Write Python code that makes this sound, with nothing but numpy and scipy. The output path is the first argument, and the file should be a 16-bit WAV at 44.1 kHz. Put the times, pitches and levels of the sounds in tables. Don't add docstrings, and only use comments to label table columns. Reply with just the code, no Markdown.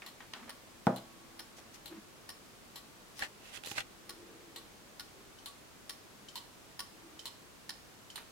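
import sys
import numpy as np
from scipy import signal
from scipy.fft import rfft, irfft
from scipy.io import wavfile

SR = 44100
rng = np.random.default_rng(int(sys.argv[2]) if len(sys.argv) > 2 else 0)


def inscribe(sig):
    pcm = np.round(np.clip(np.atleast_2d(sig).T, -1, 1) * 32767)
    wavfile.write(sys.argv[1], SR, pcm.astype(np.int16))


N = 366471
TIME = np.arange(N) / SR


def amp(db):
    return 10 ** (np.asarray(db) / 20)


def unit(x):
    return x / np.sqrt(np.mean(x ** 2))


def hit(x):
    return x * np.sqrt(SR / 100 / np.mean(np.sum(x ** 2, axis=-1)))


def swell(x, width_s):
    return hit(x) * np.sqrt(100 * np.sqrt(np.pi) * width_s)


def noise(t):
    return rng.standard_normal((2, len(t)))


def fade(t, t60):
    return np.exp(-np.log(1000) * t / t60)


def eq(x, points):
    hz, db = np.transpose(points)
    size = 4096
    bins = np.maximum(np.fft.rfftfreq(size, 1 / SR), 1)
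    gain = amp(np.interp(np.log(bins), np.log(hz), db))
    cepstrum = irfft(np.log(gain))[:size // 2]
    cepstrum[1:] *= 2
    impulse = irfft(np.exp(rfft(cepstrum, size)))
    return np.apply_along_axis(signal.fftconvolve, -1, x, impulse)[..., :x.shape[-1]]


def resonate(x, hz, q):
    b, a = signal.iirpeak(hz, max(q, .5), fs=SR)
    return signal.lfilter(b, a, signal.lfilter(b, a, x))


def ring(modes, t, scatter_db, detune=0):
    out = 0
    for hz, db, t60 in modes:
        weight, bend = rng.standard_normal(2)
        phase = np.array([[0], [rng.uniform(0, 2 * np.pi)]])
        tone = np.sin(2 * np.pi * hz * (1 + detune * bend) * t + phase)
        out = out + amp(db + scatter_db * weight) * fade(t, t60) * tone
    return out


def add(out, x, s, db, pan_db=0):
    start = max(int(s * SR), 0)
    part = x[:, :max(out.shape[1] - start, 0)]
    out[:, start:start + part.shape[1]] += part * amp(db + np.array([[pan_db], [-pan_db]]) / 2)


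# frequency in Hz, side minus mid in dB.
NEAR_WIDTH = [(100, -33), (300, -22), (700, -7.5), (1400, -6.5), (4000, -3.5), (12000, 0)]
def stereo(pair, width=NEAR_WIDTH):
    side = eq(pair[1], width)
    return np.array([pair[0] + side, pair[0] - side])


def room(x, t60, wet_db):
    t = TIME[:SR // 2]
    tail = noise(t) * fade(t, t60) * np.minimum(t / 0.0095, 1)
    tail = eq(tail, [(200, -7), (600, -1.5), (4500, -3), (12000, -6.5)])
    tail = stereo(tail / np.sqrt(np.sum(tail ** 2)))
    return x + amp(wet_db) * signal.fftconvolve(x, tail, axes=1)[:, :N]


# frequency in Hz, relative level in dB.
AIR_EQ = [(15, -65), (25, -2.5), (69, -7), (104, -3.5), (160, -4), (215, -3), (331, -3.5), (410, -5),
          (509, -6.5), (945, -10), (1170, -9.5), (1710, -13), (7500, -19), (15500, -26.5)]
# frequency in Hz, side minus mid in dB.
AIR_WIDTH = [(60, -5.5), (110, -2), (200, -2.5), (380, -3), (700, -1), (1290, -1), (2380, 0), (4400, -0.5),
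             (8120, -1), (15000, -1)]
def room_tone():
    return stereo(unit(eq(noise(TIME), AIR_EQ)), AIR_WIDTH) * amp(-58)


def stick_slip(width_s, grain_db):
    t = TIME[:int(6 * width_s * SR) + SR // 20]
    catches = np.repeat(amp(grain_db * rng.standard_normal(len(t))), SR // 1500)[:len(t)]
    bell = np.exp(-((t / width_s - 3) ** 2) / 2)
    return noise(t) * catches * bell


# peak time in seconds, level in dB, swell width in seconds, drone in Hz.
RUBS = [(0.437, -56, .046, 237), (1.925, -47.5, .014, 331), (1.969, -51, 0.0095, 320),
        (1.97, -53, 0.023, 213), (4.27, -60.5, .22, 334), (4.35, -63.5, .24, 465), (5.253, -66.5, .1, 380),
        (6.21, -64.5, .06, 197), (7.082, -61, 0.086, 327)]
def rubs():
    out = np.zeros((2, N))
    for s, db, width_s, hz in RUBS:
        drag = stick_slip(width_s, grain_db=2.5)
        drone = hit(resonate(drag, hz, q=5.3))
        rustle = amp(-10.5) * hit(resonate(drag, 1120, q=.7))
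        add(out, swell(stereo(drone + rustle), width_s), s - 3 * width_s, db)
    return out


# frequency in Hz, gain in dB.
SHELL_EQ = [(40, -5), (150, -5), (400, -6.5), (800, 1), (1100, -4.5), (1550, 0), (1980, 6), (2230, -1),
            (2520, 3), (4400, -3), (6000, -6.5), (10000, -12), (16000, -23)]
def shell(x, squeak_hz, squeak_db, q, tilt_db_per_octave=0):
    tilt = tilt_db_per_octave + 3.8 * np.log2(squeak_hz / 2100)
    body = eq(x, [(hz, db + tilt * np.log2(np.clip(hz / 2000, .5, 4))) for hz, db in SHELL_EQ])
    return body + amp(squeak_db) * resonate(body, squeak_hz, q)


# peak time in seconds, level in dB, swell width in seconds, squeak in Hz,
# left minus right in dB.
SCRAPES = [(1.585, -55.5, 0.014, 5750, 1), (1.752, -53.5, 0.011, 6060, 4), (3.188, -51, .017, 5300, 2),
           (3.234, -40, .019, 1780, 4), (3.482, -55, 0.044, 2750, -4), (3.556, -47, 0.018, 3150, -10),
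           (3.66, -46.5, .007, 3700, -4), (3.706, -48.5, .028, 6550, -9), (3.783, -39, 0.018, 2500, -6)]
def scrapes():
    out = np.zeros((2, N))
    for s, db, width_s, hz, pan_db in SCRAPES:
        drag = shell(stick_slip(width_s, grain_db=3), hz, squeak_db=-3.5, q=2.9)
        add(out, swell(drag, width_s), s - 3 * width_s, db, pan_db)
    return out


# pitch in Hz, relative level in dB, t60 in seconds.
SHELL_MODES = [(805, -2, 0.086), (1430, -0.5, 0.053), (1590, -14, .07), (1826, -4, 0.051),
               (1985, -5, 0.099), (2766, -4, 0.13), (4170, -2, .06)]
# frequency in Hz, relative level in dB.
THUD_EQ = [(25, -20), (70, -2), (200, -2.5), (600, -7), (2000, -25.5)]
# start in seconds, level in dB, squeak in Hz, thud against crack in dB,
# left minus right in dB.
JERKS = [(3.222, -33, 1680, -18, 2.5), (3.573, -50, 3100, -10, -9), (3.636, -50, 3470, -22, -11),
         (3.647, -51, 3170, -22, -13), (3.671, -46, 2870, -0.5, -2), (3.7141, -42, 2620, -3, -3),
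         (3.7796, -32.5, 1430, -31, -1), (3.804, -40, 3100, -16, 4)]
def grip_jerks():
    out, t = np.zeros((2, N)), TIME[:SR // 6]
    for s, db, hz, thud_db, pan_db in JERKS:
        t60 = 0.032 * 2 ** ((db + 40) / 14)
        envelope = np.minimum(t / 0.0011, 1) * fade(t, t60)
        crack = hit(shell(noise(t) * envelope, hz, squeak_db=2, q=1.7, tilt_db_per_octave=-1))
        ringing = hit(ring(SHELL_MODES, t, scatter_db=2.5))
        thud = hit(stereo(eq(noise(t) * envelope, THUD_EQ)))
        add(out, crack + amp(-5.5) * ringing + amp(thud_db) * thud, s, db, pan_db)
    return out


# start in seconds, level in dB, centre of the click in Hz.
TAPS = [(.02, -45.5, 1740), (.204, -47, 1470), (0.3353, -39.5, 2960), (.397, -55, 1000), (.428, -52, 1380),
        (.477, -49, 610), (1.583, -53, 550), (8.177, -45.5, 1400)]
def taps():
    out, t = np.zeros((2, N)), TIME[:SR // 4]
    for s, db, hz in TAPS:
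        click = hit(resonate(noise(t) * fade(t, 74 / hz), hz, q=1))
        wood = hit(resonate(noise(t) * fade(t, 0.28), 1150, q=0.5))
        add(out, hit(stereo(click + amp(-0.5) * wood)), s, db)
    return out


# frequency in Hz, relative level in dB.
CRACK_EQ = [(30, -32), (80, -18), (170, -9), (350, 1.5), (600, 2.5), (1000, -3.5), (1500, -11),
            (2300, -26.5), (4000, -34.5), (8000, -47), (15000, -66)]
# pitch in Hz, relative level in dB, t60 in seconds.
CASE_MODES = [(125.7, -6.5, 0.35), (155, -6, 0.16), (189.3, 0, 0.33), (212, 8, 0.048), (222, -2, .22),
              (254.5, 0.5, 0.25), (374, -12, 0.235), (468, -17, 0.13), (502, -13, 0.15), (515, -4, .16),
              (546, -2.5, 0.16), (642, -2, 0.16), (680, -3, 0.21), (670, 0, 0.065), (806, -6, 0.12),
              (841, -15, 0.18), (915, -23, 0.12), (1040, -10, 0.1), (1460, -16, 0.11), (1450, -25, .16)]
ROD_MODES = [(228, -7.5, 4), (257, 0, 3.3), (335, 1, 6.1), (1115, -3, 3.4)]
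# start in seconds, level in dB.
HOOK_STRIKES = [(0.869, -23), (.8745, -29)]
def hook():
    out, t = np.zeros((2, N)), TIME[:SR // 2]
    for s, db in HOOK_STRIKES:
        crack = eq(noise(t) * (fade(t, 0.023) + amp(-7) * fade(t, 0.22)), CRACK_EQ)
        add(out, hit(stereo(crack)), s, db)
    knock_s = HOOK_STRIKES[0][0]
    panels = hit(stereo(ring(CASE_MODES, t, scatter_db=-0.2)))
    add(out, panels, knock_s, db=-17.5)
    rods = stereo(ring(ROD_MODES, TIME[:3 * SR], scatter_db=3))
    add(out, rods, knock_s, db=-58.5)
    low_cut = signal.butter(4, 125, "highpass", fs=SR, output="sos")
    return signal.sosfilt(low_cut, out + 1e-18)


# pitch in Hz, relative level in dB, t60 in seconds.
CRUTCH_MODES = [(3090, 5.5, 0.04), (3980, -4, 0.026), (5360, -33, 0.028), (5780, -14, 0.024)]
# start in seconds, level in dB.
CRUTCH_SLIPS = [(5.386, -58.5), (6.285, -50.5), (7.192, -47.5), (8.101, -51.5)]
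def crutch():
    out, t = np.zeros((2, N)), TIME[:SR // 8]
    attack = np.minimum(t / 0.0013, 1)
    for s, db in CRUTCH_SLIPS:
        scratch = hit(resonate(noise(t) * fade(t, 0.11), 4900, q=1))
        ping = hit(ring(CRUTCH_MODES, t, scatter_db=4, detune=0.007))
        add(out, stereo(ping + amp(-2) * scratch) * attack, s, db)
    return out


# centre in Hz, Q, send level in dB.
CASE_RESONANCES = [(1000, 5.7, 5), (3050, 8, -6), (5100, 7.3, -14)]
def open_case(x):
    middle_s, half_span_s, fade_s = 6.8, .85, .3
    facing = np.clip((half_span_s - np.abs(TIME - middle_s)) / fade_s, 0, 1)
    return x + facing * sum(amp(db) * resonate(x + 1e-18, hz, q) for hz, q, db in CASE_RESONANCES)


# time in seconds, level in dB, low-mid lift in dB,
# treble lift in dB, left minus right in dB.
CAMERA_PATH = [(0, 0, 2.5, -1, 0.5), (2.8, 1.2, 0, -1, 2), (4.6, 2, -4.5, -3.5, 0.5),
               (6.8, 1.1, -1.5, -4, -1), (7.7, 0, -6, -9, -2), (8.2, -1.4, 3, 0.5, -2.5)]
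def perspective(times, db, treble_db):
    opens_s, swing_s, open_db = 4.88, 1.8, 5.5
    when, *columns = np.transpose(CAMERA_PATH)
    near, low_mid, treble, pan = (np.interp(times, when, column) for column in columns)
    door = np.clip((times - opens_s) / swing_s, 0, 1)
    low_mid = low_mid - 1.4 * rng.standard_normal(len(times))
    return np.transpose([times, db + near + open_db * door, low_mid, treble_db + treble, pan])


def pendulum():
    first_tock_s, period_s, tick_lag_s, lag_growth_s = .0611, .89954, .4304, .00085
    swing = np.arange(int(N / SR / period_s) + 1)
    wobble_s = .0021 * np.cos(2 * np.pi * swing / 5)
    tocks = first_tock_s + period_s * swing + wobble_s
    ticks = tocks + tick_lag_s + lag_growth_s * swing
    return ticks[ticks < N / SR], tocks[tocks < N / SR]


def pallet(beats, contacts, spectrum, modes, ring_t60, modes_db, echo_db, echo_t60):
    out, t = np.zeros((2, N)), TIME[:SR // 4]
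    click = amp(-1) * fade(t, 0.0048)
    envelope = click + fade(t, ring_t60) + amp(echo_db) * fade(t, echo_t60)
    movement = noise(t)
    for s, db, low_mid_db, treble_db, pan_db in beats:
        beat = np.zeros((2, len(t)))
        for delay, contact_db in contacts:
            dense = hit(eq((movement + 0.76 * noise(t)) * envelope, spectrum))
            clear = amp(modes_db) * hit(ring(modes, t, scatter_db=5.5, detune=0.0071))
            add(beat, dense + clear, delay * rng.uniform(.94, 1.06), contact_db + rng.standard_normal())
        snap = hit(resonate(noise(t) * fade(t, 0.023), 14200, q=1.5))
        add(beat, snap, contacts[0][0], db=-6.5)
        shelves = [(1200, low_mid_db), (3000, low_mid_db / 2), (4200, 0), (6000, 0), (11000, treble_db)]
        add(out, hit(eq(stereo(beat), shelves)), s, db, pan_db)
    return out


# seconds after landing, relative level in dB.
TICK_CONTACTS = [(0, 3.5), (.0024, 6.5), (0.0113, 2.5), (0.019, -12)]
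TOCK_CONTACTS = [(0, 2), (.0022, -10.5), (0.0127, -5), (0.021, -5)]
# frequency in Hz, relative level in dB.
TICK_EQ = [(300, -43), (900, -3.5), (1800, 1), (2400, -6), (3000, 1.5), (5200, 5), (5800, -6), (8400, -9.5),
           (9300, -1.5), (11000, -2), (11800, -13), (13300, 0), (14600, -7), (16000, -12)]
TOCK_EQ = [(300, -15), (700, -9), (1000, -0.5), (1500, -6.5), (2500, -5.5), (3100, 3), (4200, 1),
           (5700, -12), (7500, -6.5), (9800, -17), (11000, -8), (11800, -8), (13000, -6), (14000, -26),
           (16000, -35)]
# pitch in Hz, relative level in dB, t60 in seconds.
TICK_MODES = [(862, -10, 0.038), (1120, -3, .12), (1443, -5, 0.077), (1833, -12, 0.06), (3120, -6, 0.02),
              (4200, -1.5, 0.062), (5330, -8.5, 0.15), (9500, -20, .05), (9310, -0.5, 0.036),
              (10700, -3.5, 0.06)]
TOCK_MODES = [(975, -10, 0.07), (1120, -1.5, 0.13), (1933, -7, 0.12), (2950, 4.5, 0.029), (4075, 7, 0.054),
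              (4290, -1.5, 0.062), (3630, -8, 0.079), (5170, -11, 0.14), (7700, -11, 0.14),
              (9080, -3, 0.068), (10330, -4, 0.058), (12600, -22, .09)]
def escapement():
    ticks, tocks = pendulum()
    tick = pallet(perspective(ticks, db=-43, treble_db=-1), TICK_CONTACTS, TICK_EQ, TICK_MODES,
                  ring_t60=0.031, modes_db=-5, echo_db=-19, echo_t60=0.078)
    tock = pallet(perspective(tocks, db=-44, treble_db=2), TOCK_CONTACTS, TOCK_EQ, TOCK_MODES,
                  ring_t60=0.088, modes_db=-1, echo_db=-15, echo_t60=0.098)
    return tick + tock


def scene():
    clock = room(open_case(escapement()) + crutch(), t60=0.38, wet_db=-9)
    latch = room(hook() + taps(), t60=0.36, wet_db=-11)
    hands = room(scrapes() + grip_jerks() + rubs(), t60=0.1, wet_db=-12.5)
    return clock + latch + hands + room_tone()


def record(dry):
    return signal.sosfilt(signal.ellip(10, .2, 70, 15900, fs=SR, output="sos"), dry)


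dry = scene()
out = record(dry)
inscribe(out)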